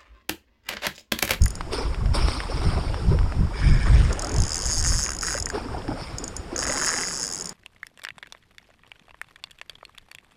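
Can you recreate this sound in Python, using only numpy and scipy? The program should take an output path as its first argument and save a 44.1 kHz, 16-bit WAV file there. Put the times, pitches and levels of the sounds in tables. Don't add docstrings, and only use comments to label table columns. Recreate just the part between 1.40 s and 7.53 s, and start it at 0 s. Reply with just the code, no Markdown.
import sys
import numpy as np
from scipy import signal
from scipy.fft import rfft, irfft, next_fast_len
from scipy.io import wavfile
from scipy.ndimage import map_coordinates

SR = 44100
rng = np.random.default_rng(int(sys.argv[2]) if len(sys.argv) > 2 else 0)


def persist_wave(psi):
    counts = np.round(np.clip(psi, -1, 1) * 32767).astype(np.int16)
    wavfile.write(sys.argv[1], SR, np.atleast_2d(counts).T)


N = 270333
TIME = np.arange(N) / SR

# [f/Hz, relative level/dB]
PORT = [(3500, 3), (4200, -2.5), (4900, 4), (5450, 6), (6050, -14.5), (7500, -12.5), (9050, 0),
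        (10300, -12), (11800, -18.5), (15000, -22), (15800, -40)]
# [f/Hz, relative level/dB, time to fade by 60 dB t60/s]
HOUSING_MODES = [(1290, 2, 0.0096), (1588, 5.5, 0.013), (1866, 0, 0.019), (2360, -3.5, 0.0083),
                 (2845, -17, 0.043)]
# [f/Hz, relative level/dB, t60/s]
SPRING_MODES = [(6964, 0.5, 0.12), (7900, -24, .14), (8940, -13, 0.12), (8900, -19, 0.06),
                (10000, -25, .09), (13580, -37, .1)]


def amp(db):
    return 10 ** (np.asarray(db) / 20)


def unit(x):
    return x / np.sqrt(np.mean(x ** 2) + 1e-20)


def level(rows, axis=1):
    rows = np.array(rows)
    return amp(np.interp(TIME, rows[:, 0], rows[:, axis], left=-140, right=-140))


def add(mix, s, sound):
    start = max(round(s * SR), 0)
    part = mix[start:][:len(sound)]
    part += sound[:len(part)]


def colour(x, *spectra):
    size = next_fast_len(N + 8192)
    log_f = np.log(np.fft.rfftfreq(size, 1 / SR) + 1)
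    db = 0
    for spectrum in spectra:
        hz, curve_db = np.array(spectrum).T
        db = db + np.interp(log_f, np.log(hz), curve_db)
    return unit(irfft(rfft(x, size) * amp(db), size)[:N])


def resonate(x, hz, width):
    b, a = signal.iirpeak(min(hz, SR / 3), hz / width, SR)
    return signal.lfilter(b, a, x)


def grains(per_s, spread_db):
    size = amp(spread_db * np.minimum(rng.exponential(1, N), 4))
    happens = rng.random(N) < per_s / SR
    return unit(size * rng.choice([-1, 1], N) * happens)


def ragged(x, depth_db, span_s, span_hz):
    hz, t, z = signal.stft(x, SR, nperseg=256)
    place = np.meshgrid(hz / span_hz, t / span_s, indexing="ij")
    patches = map_coordinates(rng.standard_normal((128, 1024)), place, order=1, mode="wrap")
    patchy = signal.istft(z * amp(depth_db * patches), SR, nperseg=256)[1][:N]
    return np.std(x) * unit(patchy)


def retuned(modes, factor):
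    return np.array(modes) * [factor, 1, 1]


def strike(modes, vary_db, detune, contact_s, shift=.9):
    hz, db, t60 = np.transpose(modes)[:, :, None]
    t = np.arange(SR // 6) / SR
    t = t[t < t60.max() * 1.5]
    louder, sharper = rng.standard_normal((2, len(modes), 1))
    lag = shift * rng.standard_normal((len(modes), 1))
    fading = amp(db + vary_db * louder - 60 * t / t60)
    waves = fading * np.sin(2 * np.pi * hz * (1 + detune * sharper) * t + lag)
    return waves.sum(0) * (1 - np.exp(-t / contact_s))


def river():
    # [f/Hz, relative level/dB]
    wash = [(30, -12), (105, -11), (170, 11), (260, -2.5), (500, -4), (1100, -6), (2000, -9), (3500, -15.5),
            (5500, -13), (7000, -1.5), (9000, -15.5), (15000, -12.5)]
    return amp(-44.5) * colour(rng.standard_normal(N), wash, PORT)


def eddies(spectrum, steady_s):
    x = colour(rng.standard_normal(N), spectrum)
    window = signal.windows.hann(int(steady_s * SR))
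    power = signal.fftconvolve(x ** 2, window / window.sum(), "same")
    return x / np.sqrt(power + 0.05)


def wind():
    # [t/s, rumble/dB, flutter/dB], levels before the final balance
    breeze = [(0, -35, -43), (1.0, -32, -41), (2.6, -31, -43), (3.2, -36.5, -45), (4.4, -39, -43),
              (5.3, -44.5, -49), (6.13, -57, -56)]
    # [middle t/s, length/s, rumble/dB, flutter/dB], levels before the final balance
    gusts = [(0.03, .055, -15, -23), (0.48, .09, -25, -40), (0.69, 0.13, -20, -23.5),
             (0.84, .08, -18.5, -27.5), (1.178, .06, -25, -29.5), (1.276, 0.046, -20.5, -18.5),
             (1.368, 0.061, -23.5, -24.5), (1.502, 0.073, -26.5, -29), (1.713, 0.087, -18, -16.5),
             (1.83, 0.083, -18, -34), (2.019, .08, -19.5, -20), (2.307, 0.11, -14.5, -16),
             (2.558, 0.16, -14, -18), (2.705, 0.047, -25, -31), (2.997, 0.066, -18.5, -20.5),
             (3.28, 0.048, -26, -33), (3.402, 0.064, -23.5, -40), (3.52, .12, -22.5, -28),
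             (4.337, .08, -35, -33), (4.51, .06, -39, -31), (5.27, 0.12, -40, -38.5)]
    # [start t/s, peak level/dB, f/Hz]
    puffs = [(1.262, -13, 79), (4.0, -22.5, 75.5), (4.314, -25, 71), (4.616, -28, 130), (4.733, -25, 93),
             (4.986, -26, 70)]
    # [f/Hz, relative level/dB per Hz]
    rumble_spectrum = [(2, -60), (10, -6), (22, -2), (58, 1), (85, -6), (130, -17.5), (300, -61),
                       (1000, -93)]
    # [f/Hz, relative level/dB per Hz]
    flutter_spectrum = [(45, -41), (85, 0), (115, 3.5), (170, -5), (260, -17.5), (500, -32), (1500, -82),
                        (5000, -71)]
    rumble, flutter = level(breeze, axis=1) ** 2, level(breeze, axis=2) ** 2
    for s, length_s, rumble_db, flutter_db in gusts:
        swell = np.exp(-2 * ((TIME - s) / length_s) ** 2)
        rumble += (amp(rumble_db) * swell) ** 2
        flutter += (amp(flutter_db) * swell) ** 2
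    out = amp(1.5) * np.sqrt(rumble) * eddies(rumble_spectrum, 0.12)
    out += amp(-2.5) * np.sqrt(flutter) * eddies(flutter_spectrum, 0.11)
    for s, db, hz in puffs:
        turns = np.arange(0, 2, hz / SR)
        add(out, s, amp(db) * np.sin(2 * np.pi * turns) * np.sin(np.pi * turns / 2) ** 2)
    return out


def line():
    # [t/s, level/dB before a small final lift]
    rasp = [(2.11, -57.5), (2.16, -38), (2.25, -35), (2.38, -39), (2.48, -37), (2.62, -38), (2.75, -43.5),
            (3.5, -46.5), (3.8, -61)]
    # [f/Hz, basic width/Hz, relative level/dB]
    ring_modes = [(1730, 350, 9), (2225, 170, 10), (3180, 840, -6.5), (5010, 420, 0)]
    # [f/Hz, relative level/dB]
    scrape_spectrum = [(300, -18), (800, 2), (1700, 4), (2700, -2), (4200, -3), (5400, -6.5), (6500, 9.5),
                       (9000, -6), (12000, -16), (16000, -16)]
    taut_share, slackens_s, slack_s = 0.61, 2.32, 2.58
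    share = np.clip(np.interp(TIME, [slackens_s, slack_s], [taut_share, 0]), 0, 1)
    slips = grains(2500, 4.1) + 0.7 * rng.standard_normal(N)
    rings = np.zeros(N)
    for hz, width, db in ring_modes:
        rings += amp(db) * resonate(resonate(slips, hz, 1.4 * width), hz, 2.0 * width)
    rings = ragged(unit(rings), depth_db=9, span_s=.013, span_hz=900)
    scrape = ragged(colour(slips, scrape_spectrum, PORT), depth_db=3.5, span_s=.016, span_hz=597)
    return amp(2) * level(rasp) * (np.sqrt(share) * rings + np.sqrt(1 - share) * scrape)


def taps():
    # [t/s, relative level/dB, f/Hz of the knock]
    tap_list = [(0.2088, -17.5, 1300), (0.546, -26, 2500), (0.6585, -26, 1200), (0.8848, -14.5, 1000),
                (1.0038, -18, 1900), (1.5438, -20.5, 1000), (1.789, -23, 1700), (1.831, -31, 2000),
                (1.9228, -23, 1400), (2.402, -31, 6000), (4.421, -33, 3300), (4.481, -26, 1600)]
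    out, t = np.zeros(N), np.arange(SR // 30) / SR
    for s, db, hz in tap_list:
        scuff = 0.18 * rng.standard_normal(len(t)) * np.exp(-t / 0.0036)
        contact = resonate(scuff + (t == 0), 0.76 * hz, 1.8 * hz)
        knock = np.sin(2 * np.pi * hz * t) * np.exp(-t / 0.00049)
        add(out, s, amp(db) * (1.15 * contact / abs(contact).max() + 1.73 * knock))
    return np.std(out) * colour(out, PORT)


def bubble(hz, cycles, rise):
    age = np.arange(0, 5, hz / cycles / SR)
    wave = np.sin(2 * np.pi * cycles * (age + rise * age ** 2 / 2))
    return wave * np.exp(-age) * (1 - np.exp(-age * 6))


def thrashing():
    # [peak t/s, rise/s, time to fade by 20 dB/s, churn/dB, spray/dB]
    thrashes = [(0.335, .018, .16, -31, -40), (0.39, .03, .25, -33, -49), (0.749, .009, .17, -30, -38),
                (0.92, .12, 0.38, -38, -43), (1.12, 0.034, .5, -35, -49.5), (1.26, 0.11, 1.0, -37, -48),
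                (1.385, .025, 0.02, -29, -60), (1.715, 0.018, .14, -33, -56), (2.47, .02, 0.27, -33, -70),
                (2.709, .02, 0.2, -33.5, -70), (2.87, 0.063, 0.32, -32, -65.5),
                (3.94, .03, 0.1, -38.5, -66), (4.16, 0.032, 0.15, -29, -48), (4.35, 0.082, 0.26, -35, -58),
                (4.505, .03, .22, -32, -57), (4.61, 0.035, 0.37, -45, -50.5), (4.84, 0.044, 0.3, -40, -63),
                (5.13, .02, 0.4, -34, -56), (5.29, .05, 0.63, -32.5, -51), (5.55, .12, 0.7, -39.5, -56)]
    # [t/s, churn/dB]
    lapping = [(0, -47), (0.7, -42), (2.9, -41), (4.9, -45), (5.9, -46.5), (6.13, -48.5)]
    churn, spray = level(lapping) ** 2, np.zeros(N)
    for s, rise_s, fade_s, churn_db, spray_db in thrashes:
        age = TIME - s
        rising = (np.minimum(age, 0) / rise_s) ** 2
        fading = np.log(10) * np.maximum(age, 0) / fade_s
        swell = np.exp(-rising - fading)
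        churn += (amp(churn_db) * swell) ** 2
        spray += (amp(spray_db) * swell) ** 2
    return np.sqrt(churn), np.sqrt(spray)


def splashes():
    # [start t/s, level/dB before the bubble's own fade, starting f/Hz]
    gulps = [(0.334, -21, 374), (0.384, -22, 442), (0.409, -21, 389), (1.098, -22.5, 490),
             (1.379, -25, 390), (1.714, -17.5, 367), (1.745, -20, 460), (2.939, -23, 390),
             (3.949, -19, 524), (4.149, -21.5, 496), (4.179, -18, 804), (4.257, -23, 260),
             (4.346, -20, 714), (4.487, -17.5, 271), (4.517, -21, 776), (5.126, -21, 315),
             (5.181, -21, 482), (5.294, -21, 540)]
    # [f/Hz, relative level/dB]
    slosh = [(100, -9), (220, -2), (380, 0.5), (650, -2.5), (1000, -1.5), (1400, -4), (1800, -11.5),
             (3000, -22), (6000, -42), (16000, -65)]
    # [f/Hz, relative level/dB]
    drop_spectrum = [(300, -10), (900, 8), (1400, 10), (1750, -2), (2200, 6), (3000, 0), (5000, 6),
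                     (9000, -2.5), (16000, -9)]
    # [f/Hz, relative level/dB]
    fizz_spectrum = [(1500, -25), (4000, 0.5), (6000, 2), (9000, 5), (12000, -6), (16000, -1)]
    churn, spray = thrashing()
    cloud = np.zeros(N)
    for hz in np.geomspace(230, 1700, num=24):
        ring = bubble(hz, cycles=5.2, rise=0.0637)
        cloud += unit(signal.oaconvolve(grains(26, 2.53), ring)[:N])
    out = churn * colour(unit(cloud) + 0.94 * grains(3000, 3.4), slosh)
    patter = grains(2500, 3.5) + .9 * rng.standard_normal(N)
    drops = amp(9.5) * spray * colour(patter, drop_spectrum, PORT)
    fine_spray = spray * (spray / amp(-43)) ** 0.36
    fizz = fine_spray * colour(grains(3000, 4.4), fizz_spectrum, PORT)
    out += ragged(drops + fizz, depth_db=4.5, span_s=.014, span_hz=449)
    for s, db, hz in gulps:
        add(out, s, amp(db) * bubble(hz, cycles=3.6, rise=0.067))
    return out


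def gears():
    # [first t/s, number of knocks, spacing/s, typical peak level/dB, pitch factor]
    bouts = [(0.0604, 1, 0, -19, 1.05), (3.4496, 4, .0715, -20, .97), (3.4625, 1, 0, -19, .97),
             (3.69, 1, 0, -19, .97), (3.8335, 5, .0364, -21, .96), (4.0692, 2, .0326, -21, 1),
             (5.16, 1, 0, -21, 1), (5.228, 5, .0238, -18, 1.06), (5.3746, 12, .0237, -19.5, 1.1),
             (5.6852, 2, .0253, -22.5, 1.05)]
    scatter_db, jitter_s = 1.0, .0007
    out = np.zeros(N)
    for start, count, spacing, db, pitch in bouts:
        for k, (late, hard) in enumerate(rng.standard_normal((round(count), 2))):
            knock = strike(retuned(HOUSING_MODES, pitch), vary_db=4.0, detune=0.0073, contact_s=0.00017)
            size = amp(db + scatter_db * hard)
            add(out, start + k * spacing + jitter_s * late, size * knock / abs(knock).max())
    return out


def tooth(edge_db, pitch=1):
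    # [f/Hz, relative level/dB, t60/s]
    pawl_modes = [(4876, -0.5, 0.0097), (5164, -2.5, 0.011), (5405, -7.5, 0.012), (6340, -3, 0.01),
                  (6605, 0.5, 0.011), (7640, -7.5, 0.013), (8500, -14, .006), (8790, -12.5, 0.011),
                  (9160, -11, 0.017), (10140, -18.5, 0.014), (10480, -13.5, 0.017), (13300, -27, 0.0089),
                  (15000, -32, 0.0054)]
    # [f/Hz, relative level/dB, t60/s]
    edge_modes = [(4680, -1, 0.0064), (8650, -1.5, 0.013), (9870, 1.5, 0.01), (13900, -16, 0.0098),
                  (14800, -16, .008)]
    # [shortest/s, longest/s]
    hop_s = (.0008, .0013)
    click, pawl = np.zeros(SR // 40), retuned(pawl_modes, pitch)
    edge = strike(retuned(edge_modes, pitch), vary_db=4.5, detune=0.006, contact_s=0.00024)
    add(click, 0, strike(pawl, vary_db=3.5, detune=0.005, contact_s=0.00027, shift=.6))
    add(click, 0, amp(edge_db) * edge)
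    bounce = strike(pawl, vary_db=1.5, detune=0.0061, contact_s=0.00019)
    add(click, rng.uniform(*hop_s), amp(-5.5) * bounce)
    return click / abs(click).max()


def single_ticks():
    # [t/s, peak level/dB before the cover, edge modes against the pawl/dB]
    ticks = [(0.0192, -20.5, -3), (0.0373, -15, 4), (0.0579, -13, 10), (0.0802, -17.5, 2),
             (0.1053, -20.5, -1), (0.154, -20.5, -6), (2.7285, -18.5, -18), (3.426, -13.5, -12),
             (3.7876, -16.5, -16), (3.8107, -14, -18), (4.0003, -17, -21), (4.0246, -16.5, -18),
             (4.058, -14.5, -19), (4.0885, -23, -9), (4.1004, -19.5, -18), (4.784, -15.5, -11),
             (4.8406, -16, -10), (4.879, -21.5, -12), (4.9657, -16, -7), (5.1624, -16, -12),
             (5.4633, -11, -1), (6.0435, -21, 2), (6.057, -16, -5), (6.072, -20, -12), (6.0927, -19.5, -3)]
    clicks = np.zeros(N)
    for s, db, edge_db in ticks:
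        add(clicks, s, amp(db) * tooth(edge_db))
        ring = strike(SPRING_MODES, vary_db=1.5, detune=0.00051, contact_s=0.0015)
        add(clicks, s, amp(db - 21.5) * ring)
    return clicks


def buzzing_runs():
    # [t/s, teeth per second/Hz, typical peak level of a tooth/dB before the cover]
    runs = [
        [(2.794, 35.8, -19), (2.85, 41.8, -19), (2.93, 41.8, -19.5), (3.02, 57.9, -15), (3.08, 75.7, -18),
         (3.14, 79.5, -13.5), (3.2, 95, -17), (3.33, 163, -15), (3.415, 163, -15.5)],
        [(3.44, 170, -14.5), (3.56, 168, -15.5), (3.63, 140, -13.5), (3.69, 85, -18.5), (3.73, 64, -19.5),
         (3.775, 58, -22)],
        [(3.821, 130, -17), (3.885, 190, -16.5), (3.93, 130, -17.5), (3.99, 105, -19.5)],
        [(5.179, 80, -16.5), (5.215, 142, -16.5), (5.24, 130, -17), (5.26, 80, -23)],
        [(5.267, 150, -17), (5.33, 135, -17), (5.47, 162, -15), (5.6, 165, -16.5), (5.67, 195, -18.5),
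         (5.73, 147, -18.5), (5.84, 112, -16.5), (5.9, 82, -18.5), (5.97, 100, -18.5), (6.03, 78, -18)],
    ]
    # [t/s, basic level of their rattle against the pawl/dB]
    load = [(3.0, -28), (3.4, -22.5), (3.9, -11), (5.2, -13.5), (5.33, -9.5), (5.6, -11.5), (5.72, -17),
            (6.05, -20)]
    # [f/Hz, relative level/dB, t60/s]
    rim_modes = [(3975, -13.5, 0.084)]
    teeth_per_turn, wobble_db = 8, 1.3
    scatter_db, jitter_s = 1.0, .00003
    sag, sag_at_per_s = 0.0057, 154
    rise_per_db, rest_load_db = .0016, -19
    clicks, rattles = np.zeros((2, N))
    for run in runs:
        at, teeth, peak_db = np.transpose(run)
        t = np.arange(at[0], at[-1], 1 / SR)
        rate = np.interp(t, at, teeth)
        count = np.floor(np.cumsum(rate) / SR)
        drops = np.flatnonzero(np.diff(count, prepend=-1))
        wobble = wobble_db * np.cos(2 * np.pi * np.arange(len(drops)) / teeth_per_turn)
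        chance = rng.standard_normal((len(drops), 4))
        for i, swell, (late, hard, ring, rattle) in zip(drops, wobble, chance):
            s = t[i] + jitter_s * late
            size = amp(np.interp(s, at, peak_db) + swell + scatter_db * hard)
            load_db = np.interp(s, *np.transpose(load))
            pitch = 1 + rise_per_db * (load_db - rest_load_db)
            add(clicks, s, size * tooth(edge_db=-13, pitch=pitch))
            pressed = retuned(SPRING_MODES, 1 - sag * rate[i] / sag_at_per_s)
            spring = strike(pressed, vary_db=0, detune=0.00082, contact_s=0.00068)
            add(clicks, s, size * amp(-24 + 3.0 * ring) * spring)
            housing = strike(HOUSING_MODES, vary_db=2.5, detune=0.029, contact_s=0.00039)
            add(rattles, s, size * amp(load_db - 5.5 + 3.1 * rattle) * housing)
            rim = strike(rim_modes, vary_db=3.5, detune=0.0056, contact_s=.001)
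            add(rattles, s, size * amp(1.48 * load_db - 5.5) * rim)
    return clicks, rattles


def ratchet():
    # [f/Hz, relative level/dB]
    cover = [(500, -16), (3000, 3), (4250, -11.5), (4700, -3), (5400, 4), (5850, 0), (6300, 2.5), (8200, 4),
             (9300, -3), (10600, 1), (11500, -7.5), (12700, 2.5), (15200, 1)]
    clicks, rattles = buzzing_runs()
    clicks += single_ticks()
    covered = ragged(colour(clicks, cover), depth_db=1.9, span_s=.03, span_hz=818)
    return np.std(clicks) * covered + rattles


def scene():
    background = river() + wind()
    return (background + line() + taps() + splashes() + gears() + ratchet())[None]


def record(dry):
    edge_hz = 15700
    faded = dry * np.minimum(TIME / .008, 1)
    lowpass = signal.firwin(255, edge_hz, window=("kaiser", 9), fs=SR)
    return signal.oaconvolve(faded, lowpass[None], "same")


dry = scene()
out = record(dry)
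persist_wave(out)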